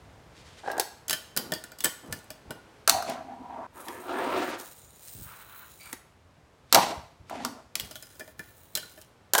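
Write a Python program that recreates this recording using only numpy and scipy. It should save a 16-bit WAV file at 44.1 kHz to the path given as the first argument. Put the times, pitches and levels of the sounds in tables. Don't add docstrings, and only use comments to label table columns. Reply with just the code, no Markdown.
import sys
import numpy as np
from scipy import signal
from scipy.fft import rfft, irfft, next_fast_len
from scipy.io import wavfile
from scipy.ndimage import uniform_filter1d

SR = 44100
rng = np.random.default_rng(int(sys.argv[2]) if len(sys.argv) > 2 else 0)


def unload_wav(signal):
    wavfile.write(
        sys.argv[1],
        SR,
        np.round(np.clip(np.atleast_2d(signal).T, -1, 1) * 32767).astype(np.int16),
    )


N = 414521
FIRST_CUT_S, SECOND_CUT_S = 0.622, 3.667
BEFORE_SECOND_CUT = np.arange(N) < SECOND_CUT_S * SR


def undb(db):
    return 10 ** (np.asarray(db) / 20)


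def unit(x):
    return x / np.sqrt(np.mean(x ** 2))


def add(out, start_s, sound):
    i = int(start_s * SR)
    out[i:i + len(sound)] += sound[:N - i]


def drift(rate):
    step = int(SR / rate)
    return uniform_filter1d(np.repeat(rng.standard_normal(N // step + 1), step), step)[:N]


def strokes(rows, rise=5900, fall=168):
    t = np.arange(0, N / SR + .001, .001)
    power = sum(undb(db - rise * np.maximum(start - t, 0) - fall * np.maximum(t - start - length, 0)) ** 2
                for start, length, db in rows)
    return np.interp(np.arange(N) / SR, t, np.sqrt(power))


def resonate(x, body):
    return sum((-1) ** k * undb(db) * signal.lfilter(*signal.iirpeak(hz, hz / width, SR), x)
               for k, (hz, width, db) in enumerate(body))


def grit(rate, scatter_db, smooth):
    sizes = undb(scatter_db * np.minimum(rng.exponential(size=N), 3))
    bumps = (rng.random(N) < rate / SR) * rng.choice([-1, 1], N) * sizes
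    return unit(bumps) + smooth * rng.standard_normal(N)


def ride(body, rate, scatter_db, smooth, wobble_db, soft_hz, shift_db=0):
    push = signal.lfilter(*signal.butter(2, soft_hz, fs=SR), grit(rate, scatter_db, smooth))
    ring = sum((-1) ** k * undb(shift_db * drift(14)) * resonate(push, [tone])
               for k, tone in enumerate(body))
    return unit(ring) * undb(wobble_db * drift(40))


# pitch in Hz, level in dB.
HUSH_COLOUR = [(88, -44), (150, -5), (481, -2), (673, -3.5), (1150, -7), (8120, -25.5), (15300, -37),
               (16900, -36.5)]

def room_hush():
    size = next_fast_len(N)
    hz = np.maximum(np.arange(size // 2 + 1) * SR / size, 1)
    row_hz, row_db = np.transpose(HUSH_COLOUR)
    colour = undb(np.interp(np.log(hz), np.log(row_hz), row_db))
    noise = irfft(rfft(rng.standard_normal(size)) * colour, size)[:N]
    return unit(noise) * undb(0.67 * drift(2.8))


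def wall_echo(level_db=-10, low_fade_s=.52, high_fade_s=.26):
    t = np.arange(SR // 2) / SR
    noise = signal.lfilter(*signal.butter(1, 900, "high", fs=SR), rng.standard_normal(len(t)))
    low = signal.sosfilt(signal.butter(1, 5000, fs=SR, output="sos"), noise)
    tail = low * undb(-60 * t / low_fade_s) + (noise - low) * undb(-60 * t / high_fade_s)
    tail *= np.minimum(t / 0.0036, 1)
    return undb(level_db) * tail / np.sqrt(np.sum(tail ** 2))


# start in seconds, length in seconds, level in dB.
FINGER_SHIFTS = [(0.0, 0.55, -62), (2.1, 0.018, -43), (2.48, 0.0092, -51), (2.93, 0.0072, -42.5),
                 (5.15, 0.077, -46), (6.75, 0.0061, -45), (6.98, 0.0065, -47), (7.21, 0.022, -55),
                 (7.82, 0.021, -50)]

def phone_grip(hold_db=-62):
    rub = grit(rate=71, scatter_db=1.7, smooth=1.2)
    body = resonate(rub, [(68.6, 52, 0.078), (122, 110, -2.1)])
    thump = resonate(body, [(94, 240, 0)])
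    return unit(thump) * (undb(hold_db) + strokes(FINGER_SHIFTS, rise=1700, fall=310))


def cabinet_hum():
    level = strokes([(2.92, 0.67, -55)]) * BEFORE_SECOND_CUT + strokes([(7.32, 0.21, -47)])
    return level * ride([(256, 26, 0)], rate=410, scatter_db=3, smooth=1.1, wobble_db=2.5, soft_hz=1000)


def wheel_chirp():
    tones = [(2300, 90, 4.5), (4650, 130, -3)]
    chirp = ride(tones, rate=900, scatter_db=1.1, smooth=1.1, wobble_db=3, soft_hz=9000)
    return chirp * strokes([(5.8, 0.046, -50.5)])


# start in seconds, length in seconds, level in dB.
SQUEAKS = [(5.27, 0.14, -52), (5.5, 0.15, -53.5), (5.87, 0.047, -53)]
# pitch in Hz, width in Hz (narrow rings longer), level in dB.
SQUEAK_TONES = [(1010, 320, 15), (1440, 280, 18.5), (2500, 1500, 7)]

def deck_squeak():
    squeak = ride(SQUEAK_TONES, rate=900, scatter_db=0.6, smooth=1.3, wobble_db=2.5, soft_hz=4000)
    return squeak * strokes(SQUEAKS, rise=300)


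# start in seconds, length in seconds, level in dB.
SCUFFS = [(0.36, 0.27, -59), (0.66, 0.076, -52.5), (2.93, 0.044, -44), (3.08, 0.059, -45.5),
          (4.38, 0.056, -45), (4.47, 0.083, -45.5), (6.77, 0.061, -32.5), (6.84, 0.073, -44.5),
          (7.31, 0.13, -51)]
# pitch in Hz, width in Hz, level in dB.
SCUFF_COLOUR = [(2340, 2900, -4), (4900, 6300, -4.5), (8200, 5000, -8.5)]

def scuffs():
    hiss = ride(SCUFF_COLOUR, rate=1500, scatter_db=3, smooth=1.1, wobble_db=2.5, soft_hz=12000)
    return hiss * strokes(SCUFFS, rise=470, fall=780)


# start in seconds, length in seconds, level in dB.
SLIDES = [(3.77, 0.11, -49.5), (3.9, 0.48, -52), (4.36, 0.14, -48.5), (4.6, 0.13, -51), (4.76, 0.36, -56),
          (5.045, 0.085, -52), (5.13, 0.8, -52), (7.84, 0.48, -61.5), (8.4, 0.62, -61)]
# pitch in Hz, width in Hz, level in dB.
DECK_TONES = [(4000, 300, -7), (7050, 300, -5), (8600, 500, -3), (10970, 900, -6), (13280, 690, -9),
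              (15200, 1500, -4), (9000, 16000, -11)]

def deck_scrape():
    rub = grit(rate=700, scatter_db=4.2, smooth=0.8) * undb(1.5 * drift(45))
    sideways_db = np.where(np.arange(N) > 4.95 * SR, 3, -3)
    hiss = np.zeros(N)
    for hz, width, db in DECK_TONES:
        flicker_db = 3.5 * drift(6) + 2.5 * drift(30)
        hiss += undb(flicker_db + sideways_db * (hz > 15000)) * resonate(rub, [(hz, width, db)])
    return unit(hiss) * strokes(SLIDES, rise=470, fall=780)


# start in seconds, length in seconds, level in dB.
SCREEN_PUSHES = [(3.77, 0.12, -47.5), (3.9, 0.14, -44), (4.095, 0.093, -31.5), (4.19, 0.086, -30),
                 (4.31, 0.12, -29), (4.48, 0.049, -36), (4.6, 0.026, -48.5)]
# pitch in Hz, width in Hz, level in dB.
SCREEN_TONES = [(275, 51, 1.5), (367, 26.6, 5), (515, 96, -1.5), (722, 94, -1), (930, 97, 1),
                (1303, 230, -4.5), (1690, 230, -6.5), (2440, 1850, -18.5)]

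def screen_roll():
    drone = ride(SCREEN_TONES, rate=800, scatter_db=0.5, smooth=0.96, wobble_db=1, soft_hz=4150,
                 shift_db=2.5)
    return drone * strokes(SCREEN_PUSHES, rise=420)


# start in seconds, length in seconds, level in dB.
CABINET_TOP_PUSHES = [(0.637, 0.034, -40.5), (0.68, 0.14, -35.5), (9.345, 0.066, -30)]
# pitch in Hz, width in Hz, level in dB.
CABINET_TOP_TONES = [(406, 200, 13.5), (792, 120, 20), (1616, 81, 15.5), (4900, 3000, -29)]

def cabinet_top_roll():
    rumble = ride(CABINET_TOP_TONES, rate=140, scatter_db=7.5, smooth=1, wobble_db=1.5, soft_hz=6100)
    return rumble * strokes(CABINET_TOP_PUSHES, fall=880)


# start in seconds, length in seconds, level in dB.
CABINET_PUSHES = [(2.903, 0.073, -28.5), (3.1, 0.021, -29.5), (3.2, 0.325, -44.5), (3.56, 0.088, -41.5),
                  (6.737, 0.013, -19.5), (6.76, 0.0042, -16.5), (6.84, 0.067, -35), (7.31, 0.05, -34),
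                  (7.4, 0.083, -40)]
# pitch in Hz, width in Hz, level in dB.
CABINET_TONES = [(257, 60, -14), (670, 50, 0), (770, 55, -3), (962, 45, -5), (1300, 900, -23)]

def cabinet_roll():
    wheels = dict(rate=410, scatter_db=3, smooth=0.95, wobble_db=2, soft_hz=2200, shift_db=4.5)
    landing = strokes(CABINET_PUSHES[:1])
    swells = strokes(CABINET_PUSHES[1:4], rise=300)
    ringing = ride(CABINET_TONES, **wheels) * (landing + swells) * BEFORE_SECOND_CUT
    pressed_tones = [(hz, 3 * width, db) for hz, width, db in CABINET_TONES]
    return ringing + ride(pressed_tones, **wheels) * strokes(CABINET_PUSHES[4:])


def crack(noise, hz, db, fade_s, chatter_s, chatter_hz, chatter_width):
    t = np.arange(len(noise)) / SR
    blow = noise * undb(-60 * t / fade_s) * np.minimum(t / 0.0012, 1)
    burst = resonate(blow, [(hz, 1300, 0), (10000, 12000, -7)])
    lumps = undb(4 * np.repeat(noise[::128], 128))
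    fade = undb(-14 + 0.043 * db - 60 * t / chatter_s)
    chatter = resonate(noise[::-1] * lumps * fade, [(chatter_hz, chatter_width, 0)])
    return undb(db) * (burst / np.abs(burst).max() + chatter)


# start in seconds, strength of the crack in dB,
# pitch of the struck spot in Hz, strength of the low ring in dB.
DISH_TAPS = [(1.0814, -20.5, 6400, -43), (1.0962, -13.5, 3570, -34), (1.1076, -9.5, 6250, -30),
             (1.1294, -11.5, 3090, -23), (1.2249, -42, 3080, -50), (1.3644, -18, 4720, -27.5),
             (1.3732, -10, 4740, -33), (1.52, -16, 3360, -20), (1.5372, -17.5, 4730, -37),
             (1.6389, -28, 7500, -37), (1.718, -36.5, 4670, -40), (1.786, -31, 4720, -45),
             (1.8053, -20.5, 3500, -43), (1.839, -15, 7900, -23), (1.8441, -6, 8040, -28.5),
             (1.855, -13, 11480, -20.5), (2.1252, -18, 1750, -32), (2.242, -45, 7850, -56),
             (2.3037, -25.5, 620, -37.5), (2.5065, -25, 2860, -29.5), (7.7977, -17.5, 2850, -40.5),
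             (7.9101, -28, 5200, -38.5), (7.9557, -26.5, 3380, -39.5), (8.0251, -29, 5040, -44.5),
             (8.153, -43.5, 5050, -52), (8.1954, -31, 4950, -35), (8.2065, -35, 1750, -34.5),
             (8.2773, -41, 610, -43.5), (8.3932, -32, 1750, -32), (8.752, -11, 3960, -38),
             (8.7729, -19, 3100, -31), (8.8285, -42, 3100, -36.5), (8.9763, -43, 624, -43.5),
             (9.0145, -35, 5650, -60)]
# pitch in Hz, level in dB, seconds to fade by 60 dB.
DISH_TONES = [(620, -3, .08), (1445, -1, .08), (1525, -4, .06), (1750, -2, .075), (1830, -7, .1),
              (2056, -11, .07), (2390, -10, .09), (2860, -10, .1), (3090, -8, .14), (3295, -11, .12),
              (3424, -11, .1), (4070, -6, .09), (4700, -9, .1), (5050, -10, .085), (5400, -11, .09),
              (6336, -9, .06), (7854, -8, .07), (9600, -8, .05), (11480, -8, .05)]

def dish_taps():
    out = np.zeros(N)
    t = np.arange(12288) / SR
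    hz, tone_db, fade_s = np.transpose(DISH_TONES)
    rings = np.exp(np.outer(2j * np.pi * hz - np.log(1000) / fade_s, t)) * np.minimum(t / 0.0034, 1)
    chances = rng.random((len(DISH_TAPS), 2, len(hz)))
    noises = rng.standard_normal((len(DISH_TAPS), 4096))
    for (start, db, spot_hz, low_db), (weakening, phase), noise in zip(DISH_TAPS, chances, noises):
        blow_db = np.where(hz > 2600, db - 13, low_db)
        near_spot = np.abs(np.log(hz / spot_hz)) < .03
        levels = undb(tone_db + blow_db + np.where(near_spot, 4, -18 * weakening))
        add(out, start, np.imag((levels * np.exp(2j * np.pi * phase)) @ rings))
        add(out, start, crack(noise, max(spot_hz, 3000), db - 1, fade_s=0.009,
                              chatter_s=0.07, chatter_hz=7800, chatter_width=21000))
    return out


# start in seconds, length in seconds, level in dB.
RIB_RUNS = [(2.02, 0.17, -62), (7.84, 0.3, -60.5), (8.42, 0.62, -70), (8.8, 0.19, -65)]

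def dish_rattle():
    tick = (10000, -12, .001)
    tones = [(hz, 9 / fade_s, db) for hz, db, fade_s in DISH_TONES[1:] + [tick]]
    return strokes(RIB_RUNS) * ride(tones, rate=60, scatter_db=3.5, smooth=0.2, wobble_db=1.5,
                                    soft_hz=14000)


# start in seconds, length in seconds, level in dB.
DISH_DRAGS = [(1.39, 0.12, -43), (2.05, 0.12, -46), (2.46, 0.1, -51), (7.77, 0.098, -52)]
# pitch in Hz, width in Hz, level in dB.
DRAG_TONES = [(120, 45, 4), (281.5, 404, 6.5), (520, 130, -9.5)]

def dish_rocking():
    kicks = [(start, 0.0094, low_db - 15) for start, _, _, low_db in DISH_TAPS]
    level = strokes(DISH_DRAGS, rise=750, fall=370) + strokes(kicks, rise=3000, fall=500)
    return level * ride(DRAG_TONES, rate=240, scatter_db=1.1, smooth=1.1, wobble_db=2.5, soft_hz=1300)


# pitch in Hz, width in Hz, level in dB.
CORNER_TONES = [(460, 210, 6), (1040, 160, 11.5), (1580, 220, 12.5)]
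# start in seconds, crack level in dB, crack pitch in Hz,
# thud level in dB.
BLOWS = [(0.6755, -49, 4460, -23.5), (0.7004, -44, 4460, -20.5), (0.7157, -30.5, 4440, -27.5),
         (0.768, -48, 4400, -25.5), (0.7795, -25, 6900, -24), (0.797, -10, 5200, -18),
         (2.876, -4, 4550, -10), (2.8952, -0.5, 3700, -14), (2.8977, -13, 3870, -21.5),
         (3.0244, -27.5, 4730, -26), (3.0634, -44, 5600, -40), (3.097, -27, 4640, -43),
         (3.8834, -28, 3060, -31), (4.5987, -32.5, 5040, -32), (5.856, -38, 8600, -53),
         (5.9285, -21.5, 6100, -30), (6.7256, -2, 3900, -11), (6.7462, 0.5, 4250, -6.5),
         (7.2972, -36, 4320, -30), (7.4487, -14.5, 4220, -18.5), (7.754, -12, 2600, -35),
         (9.3349, -4.5, 6560, -16), (9.3503, -9, 2800, -9.5), (9.3803, -10, 8600, -28),
         (9.3844, -7.5, 6400, -12)]

def board_knocks():
    out = np.zeros(N)
    t = np.arange(8192) / SR
    deck_clack = (1294, 310, 1.6)
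    for start, db, hz, thud_db in BLOWS:
        crack_noise, thud_noise = rng.standard_normal((2, len(t)))
        surface = (CABINET_TOP_TONES if start < 1 else
                   SCREEN_TONES if SECOND_CUT_S < start < 6 else
                   CORNER_TONES if start > 9 else CABINET_TONES)
        thud = resonate(thud_noise * np.exp(-t / 0.0058), surface + [deck_clack])
        add(out, start, undb(thud_db) * thud / np.abs(thud).max())
        add(out, start, crack(crack_noise, hz, db, fade_s=0.012,
                              chatter_s=0.076, chatter_hz=4340, chatter_width=4300))
    return out


def scene():
    board = (board_knocks() + dish_taps() + deck_scrape()
             + cabinet_top_roll() + cabinet_roll() + screen_roll()
             + dish_rocking() + cabinet_hum() + wheel_chirp() + dish_rattle() + scuffs() + deck_squeak())
    cuts = [int(FIRST_CUT_S * SR), int(SECOND_CUT_S * SR)]
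    parts = np.split(board, cuts)
    walls = wall_echo()
    echo = np.concatenate([signal.fftconvolve(part, walls)[:len(part)] for part in parts])
    hush_level = np.repeat(undb([-56, -56.5, -61.5]), [len(part) for part in parts])
    return (board + echo + phone_grip() + room_hush() * hush_level)[None]


def record(dry, top_hz=16100):
    return signal.sosfilt(signal.ellip(8, .2, 70, top_hz, fs=SR, output="sos"), dry)


dry = scene()
out = record(dry)
unload_wav(out)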